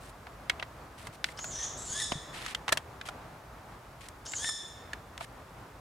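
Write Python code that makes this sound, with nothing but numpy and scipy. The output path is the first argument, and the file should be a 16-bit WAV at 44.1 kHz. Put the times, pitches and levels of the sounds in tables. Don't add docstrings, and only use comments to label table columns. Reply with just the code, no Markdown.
import sys
import numpy as np
from scipy import signal
from scipy.fft import rfft, irfft
from scipy.io import wavfile

SR = 44100
rng = np.random.default_rng(int(sys.argv[2]) if len(sys.argv) > 2 else 0)


def master(y):
    cut = np.clip(np.atleast_2d(y).T, -1, 1)
    pcm = np.round(cut * 32767)
    wavfile.write(sys.argv[1], SR, pcm.astype(np.int16))


N = 255864

# frequency in Hz, likeness from 0 to 1.
CASE_LIKENESS = [(100, 0.82), (600, 0.65), (2200, 0.31), (6000, 0.5), (12000, 0.99)]


def gain_of(db):
    return 10 ** (np.asarray(db) / 20)


def evened(x):
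    return x / np.sqrt(np.mean(x ** 2) + 1e-20)


def read(points, hz):
    f, value = np.transpose(points)
    return np.interp(np.log(hz + 1), np.log(f + 1), value)


def add(mix, start, sound):
    part = mix[..., max(round(start * SR), 0):][..., :sound.shape[-1]]
    part += sound[..., :part.shape[-1]]


def bins(size):
    return np.fft.rfftfreq(size, 1 / SR)


def coloured(x, points):
    return irfft(rfft(x) * gain_of(read(points, bins(x.shape[-1]))), x.shape[-1])


def muffled(x, hz, steepness):
    size = x.shape[-1]
    return irfft(rfft(x) / (1 + (bins(size) / hz) ** steepness), size)


def wobble(size, hz):
    return evened(muffled(rng.standard_normal(size), hz, 4))


def noise_pair(size, likeness):
    left, other = rfft(rng.standard_normal((2, size)))
    same = np.clip(read(likeness, bins(size)), -1, 1)
    return irfft(np.array([left, same * left + np.sqrt(1 - same ** 2) * other]), size)


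def hush(waver_db=1.41):
    # frequency in Hz, gain in dB.
    air_colour = [(25, -24), (50, -1), (92, -5), (122, -3.5), (190, -11), (460, -12.5), (650, -10),
                  (1200, -12), (3000, -27), (15000, -40), (16000, -47)]
    # frequency in Hz, likeness from 0 to 1.
    air_likeness = [(60, 1.0), (240, 0.97), (950, 0.73), (3770, 0.38), (15000, 1)]
    # time in seconds, level in dB.
    drift = [(0, -49), (2.5, -47.5), (3.7, -50.5), (5.8, -50)]
    level_db = np.interp(np.arange(N) / SR, *np.transpose(drift))
    noise = evened(coloured(noise_pair(N, air_likeness), air_colour))
    air = muffled(noise, 5000, 2)
    hiss = noise - air
    return air * gain_of(level_db + waver_db * wobble(N, 6)) + hiss * gain_of(level_db.mean())


def rub(length, level_db, slope_db, grain_db=3, catch_db=1.5):
    # frequency in Hz, gain in dB.
    skin_colour = [(200, -33), (900, 5.5), (2100, 10.5), (4400, 1.5), (6000, -5), (9000, -5), (11500, -14),
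                   (15000, -29)]
    size = 2 * round(length * SR / 2)
    slips = noise_pair(size, CASE_LIKENESS)
    slips *= gain_of(grain_db * wobble(size, 1400) + catch_db * wobble(size, 75))
    colour_db = read(skin_colour, bins(size)) + slope_db * np.log2(bins(size) + 1)
    sound = irfft(rfft(slips) * gain_of(colour_db))
    return gain_of(level_db) * evened(sound) * signal.windows.tukey(size, 0.27)


def bump(level_db, hz, ring_s):
    t = np.arange(SR // 4) / SR
    return -gain_of(level_db - 60 * t / ring_s) * np.sin(2 * np.pi * hz * t)


def click(level_db, low_db, edge_db, spot_hz, spot_db=8, spot_width=0.093, snap=3.7, pan_db=-0.1):
    # frequency in Hz, gain in dB.
    case_colour = [(100, -12.5), (450, -8), (680, 0.5), (1100, 1), (2000, 2.5), (3500, -1.5), (5000, -5),
                   (9000, -8.5), (11500, -20), (15500, -27)]
    size = 4096
    t, hz = np.arange(size) / SR, bins(size)
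    rattle_s = 0.031 * 2 ** (low_db / 17.5)
    dying = gain_of(-60 * t / rattle_s) + gain_of(-27 - 60 * t / 0.12)
    blow = noise_pair(size, CASE_LIKENESS) * dying
    blow *= 1 - np.exp(-t / 0.0004)
    blow[:, 0] += snap
    colour_db = read(case_colour, hz) + spot_db / (1 + ((hz / spot_hz - 1) / spot_width) ** 2)
    colour_db += read([(1000, low_db + 5.5), (1600, 0), (3600, 0), (8000, edge_db + 2.5)], hz)
    log_gain = np.log(gain_of(np.r_[colour_db, colour_db[-2:0:-1]]))
    ringing = np.exp(np.conj(signal.hilbert(log_gain)))[:len(hz)]
    spectrum = rfft(blow) * ringing
    middle = irfft(spectrum.mean(0) * ((hz > 1400) & (hz < 4500)))
    strength = np.sqrt(np.sum(middle ** 2) / (SR * 0.01))
    return irfft(spectrum) * gain_of(level_db + np.array([[pan_db], [-pan_db]])) / strength


def fingers():
    # start in seconds, level of the middle frequencies in dB, bass in dB,
    # treble in dB, ringing pitch of the struck spot in Hz.
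    clicks = [ (0.2688, -48, -3, -19, 1530), (0.497, -29.5, -18, -6.5, 1370),
              (0.4987, -25.5, -14.5, -21, 2080), (0.5976, -41, -5, -16, 2880),
              (0.6261, -35.5, -3, -17, 1980), (1.0701, -44.5, -0.5, 0.5, 1750),
              (1.2426, -28, -16, -10.5, 4500), (1.2872, -44.5, -6, -21, 2100),
              (1.39, -43.5, -3.5, -5, 1320), (1.4428, -41, 0, 2, 1480), (2.1197, -35, -1, -10, 650),
              (2.463, -40, -14, -4.5, 1280), (2.5482, -32, -10.5, -6, 3100), (2.6808, -33, -5, -12, 870),
              (2.691, -34, -1.5, -8, 1840), (2.72, -39, -1, -17, 1790), (2.7239, -26.5, -3, 5.5, 4100),
              (2.727, -26, -5, -24, 1770), (2.773, -31.5, -5.5, -1.5, 3200), (3.013, -41, -10, -12.5, 1390),
              (3.0877, -40, -1.5, -5.5, 1480), (4.0863, -52.5, -20, 7, 1280), (4.319, -52.5, -7, 11, 3500),
              (4.3356, -38.5, -7, -15, 1720), (4.4442, -37.5, -8, -13, 1820),
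              (4.4903, -44.5, -3.5, -12, 1340), (4.9326, -35.5, -11, -7.5, 1730),
              (5.1783, -44, -29, -5, 2800), (5.2085, -46, 2, -23, 660)]
    # start in seconds, level in dB, pitch in Hz, seconds to fade by 60 dB.
    bumps = [(1.088, -37.5, 129, 0.046), (1.904, -34, 140.6, 0.035), (2.122, -20.5, 230, 0.013),
             (2.155, -30, 147.5, 0.084), (2.724, -25.5, 355, 0.021), (2.726, -23, 658, 0.028)]
    # start and end in seconds, level in dB, added brightness in dB per octave.
    rubs = [(0, 0.112, -57, 6), (0.971, 1.079, -54.5, 4), (1.124, 1.163, -55, 4.5),
            (1.248, 1.332, -52.5, 4.5), (2.319, 2.548, -43.5, 1), (3.051, 3.103, -46.5, 2.5),
            (4.002, 4.078, -52.5, 2.5), (5.2, 5.254, -47.5, 3)]
    mix = np.zeros((2, N))
    for start, *row in clicks:
        add(mix, start, click(*row))
    for start, *row in bumps:
        add(mix, start, bump(*row))
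    for start, end, *row in rubs:
        add(mix, start, rub(end - start, *row))
    return mix


def wood_echo(call, build_s=0.0013, echo_db=-1):
    # frequency in Hz, seconds to fade by 60 dB.
    ring_times = [(1800, 1.5), (3500, 0.95), (7000, 0.75), (14000, 0.58)]
    # frequency in Hz, gain in dB.
    echo_colour = [(1800, -8.5), (2600, -4), (3500, 0.5), (5300, 0.5), (7000, 1.5), (9000, -3), (14000, -8)]
    # frequency in Hz, likeness from 0 to 1.
    echo_likeness = [(2500, 0.63), (7000, 0.82), (12000, 1)]
    hz, t, bands = signal.stft(noise_pair(SR, echo_likeness), SR, nperseg=256)
    dying = gain_of(-60 * t / read(ring_times, hz)[:, None])
    tail = signal.istft(bands * dying, SR, nperseg=256)[1]
    tail = coloured(tail / np.linalg.norm(tail[0]), echo_colour)
    tail *= 1 - np.exp(-(np.arange(tail.shape[1]) / SR / build_s) ** 2)
    return gain_of(echo_db) * signal.fftconvolve(call[None], tail, axes=1)[:, :N]


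def whistle_shape(length, scoop_s, hold_s, loudest_s, top_hz, sag_hz, bend_hz, held_db, loudest_db):
    t = np.arange(0, length, 1 / SR)
    after_hold = np.maximum(t - hold_s, 0)
    scoop = 1 - 0.36 * np.exp(-t / scoop_s)
    sag = 1 - np.exp(-after_hold / 0.029)
    bend = (after_hold / (length - hold_s)) ** 2.3
    level_db = np.interp(t, [hold_s, loudest_s, length], [held_db, loudest_db, loudest_db - 13])
    return top_hz * scoop - sag_hz * sag + bend_hz * bend, level_db


def whistle(hz, level_db, flutter_hz=280, flutter=0.32, shimmer_db=2, wheeze=0.72, air_db=-12):
    # frequency in Hz, gain in dB.
    air_colour = [(2000, -18), (4200, -4), (5500, -6), (7000, 0), (9000, -11), (12000, -28)]
    size = len(hz)
    membrane = np.sin(2 * np.pi * np.cumsum(flutter_hz * (1 + 0.212 * wobble(size, 80))) / SR)
    cycles = np.cumsum(hz * (1 + .014 * wobble(size, 400) + .01 * membrane)) / SR
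    fray = wheeze * (wobble(size, 600) + 1j * wobble(size, 600))
    tone = ((1 + fray) * np.exp(2j * np.pi * cycles)).real
    tone *= 1 + 2 * gain_of(-27) * np.cos(np.pi * cycles)
    tone *= (1 + flutter * membrane) * gain_of(shimmer_db * wobble(size, 110))
    air = evened(coloured(rng.standard_normal(size), air_colour))
    return (evened(tone) + gain_of(air_db) * air) * gain_of(level_db) * signal.windows.tukey(size, .03)


def screech_shape(length, note_hz, crack_hz, loudest_db, swell_db, final_rough, open_db):
    climb_hz_per_s, crack_s, shut_db = 3200, .011, -10
    t = np.arange(0, length, 1 / SR)
    on_note, crack_at, loudest = length * np.array([.6, .8, .91])
    crack = np.exp(-((t - crack_at) / crack_s) ** 2)
    hz = note_hz - climb_hz_per_s * np.maximum(on_note - t, 0) + crack_hz * crack
    level_db = loudest_db - swell_db * np.interp(t, [0, loudest], [1, 0]) ** 0.97
    level_db -= np.interp(t, [loudest, length], [0, 2.5])
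    extra_rough = np.interp(t, [0, on_note, loudest], [1, 0.28, 0]) + 0.37 * crack
    rough = np.clip(final_rough + (1 - final_rough) * extra_rough, 0, 1)
    beak_db = open_db + shut_db * np.interp(t, [0, on_note, crack_at, length], [1, 0, 0, 1])
    return hz, level_db, rough, beak_db


def screech(hz, level_db, rough, beak_db, fray=0.96, fray_hz=450, shimmer_db=2, rasp_db=3):
    # frequency in Hz, gain in dB.
    throat = [(1800, -0.5), (3500, -0.5), (5300, -5), (7000, -4.5), (8900, -4), (10400, -9), (12300, -26),
              (14000, -38)]
    # frequency in Hz, gain in dB.
    breath = [(600, -22), (1400, -23), (2600, -12.5), (3500, 4.5), (4600, -5.5), (7000, 3.5), (9300, 1),
              (11500, -19), (15000, -42)]
    size = len(hz)
    cycles = np.cumsum(hz * (1 + (.008 + .025 * rough ** 2) * wobble(size, 300))) / SR
    stack = np.zeros(size)
    for k in range(1, 8):
        swing = 1 + fray * rough * np.sqrt(k) / 2 * (wobble(size, fray_hz) + 1j * wobble(size, fray_hz))
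        overtone = evened(abs(swing)) * np.cos(2 * np.pi * k * cycles + np.angle(swing))
        stack += gain_of(read(throat, k * hz)) * overtone
    air = coloured(rng.standard_normal(size), breath) * gain_of(rasp_db * wobble(size, 380))
    voice = np.sqrt(1 - rough ** 2) * evened(stack) + rough * evened(air)
    voice += (gain_of(beak_db) - 1) * muffled(voice, 3300, 8)
    voice *= gain_of(shimmer_db * wobble(size, 95))
    return voice * gain_of(level_db) * signal.windows.tukey(size, .03)


def owl(direct_db=-1, pan_db=0.66):
    # start, length, scoop time, end of the hold and loudest moment in seconds
    # (the last two counted from the start); top pitch, sag and final bend in Hz; held and loudest
    # level in dB, before the trip through the wood.
    whistles = [ (1.37, .285, .022, .134, 0.28, 6990, 1526, 1344, -45.5, -37),
                (1.77, .19, .005, 0.083, 0.15, 7600, 856, -400, -45, -40),
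                (4.259, .155, 0.015, .082, .106, 7430, 1210, -450, -45, -35.5)]
    # start and length in seconds, note and jump at the crack in Hz,
    # loudest level (before beak and wood) and swell up to it in dB, final roughness from 0 to 1,
    # the open beak's gain on low overtones in dB.
    screeches = [ (1.364, 0.04, 1560, 1, -57, 4, .2, 13.5), (1.503, .168, 1853, -150, -52.5, 2, 0.88, 16),
                 (1.772, 0.059, 1960, 3, -50.5, 4, .05, -25), (1.848, .2, 1730, 229.5, -31, 19, 0.29, 0.5),
                 (4.253, .018, 1587, -4, -46, 3, 0.2, 3.5),
                 (4.336, .168, 1758, 100.5, -29.5, 21.5, 0.04, -1)]
    voice = np.zeros(N)
    for start, *row in whistles:
        add(voice, start, whistle(*whistle_shape(*row)))
    for start, *row in screeches:
        add(voice, start, screech(*screech_shape(*row)))
    return voice * gain_of(direct_db + np.array([[pan_db], [-pan_db]])) + wood_echo(voice)


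def scene():
    return owl() + fingers() + hush()


def record(dry, top_hz=16100):
    low_pass = signal.firwin(511, top_hz, window=("kaiser", 9), fs=SR)
    return signal.oaconvolve(dry, low_pass[None], "same")


dry = scene()
out = record(dry)
master(out)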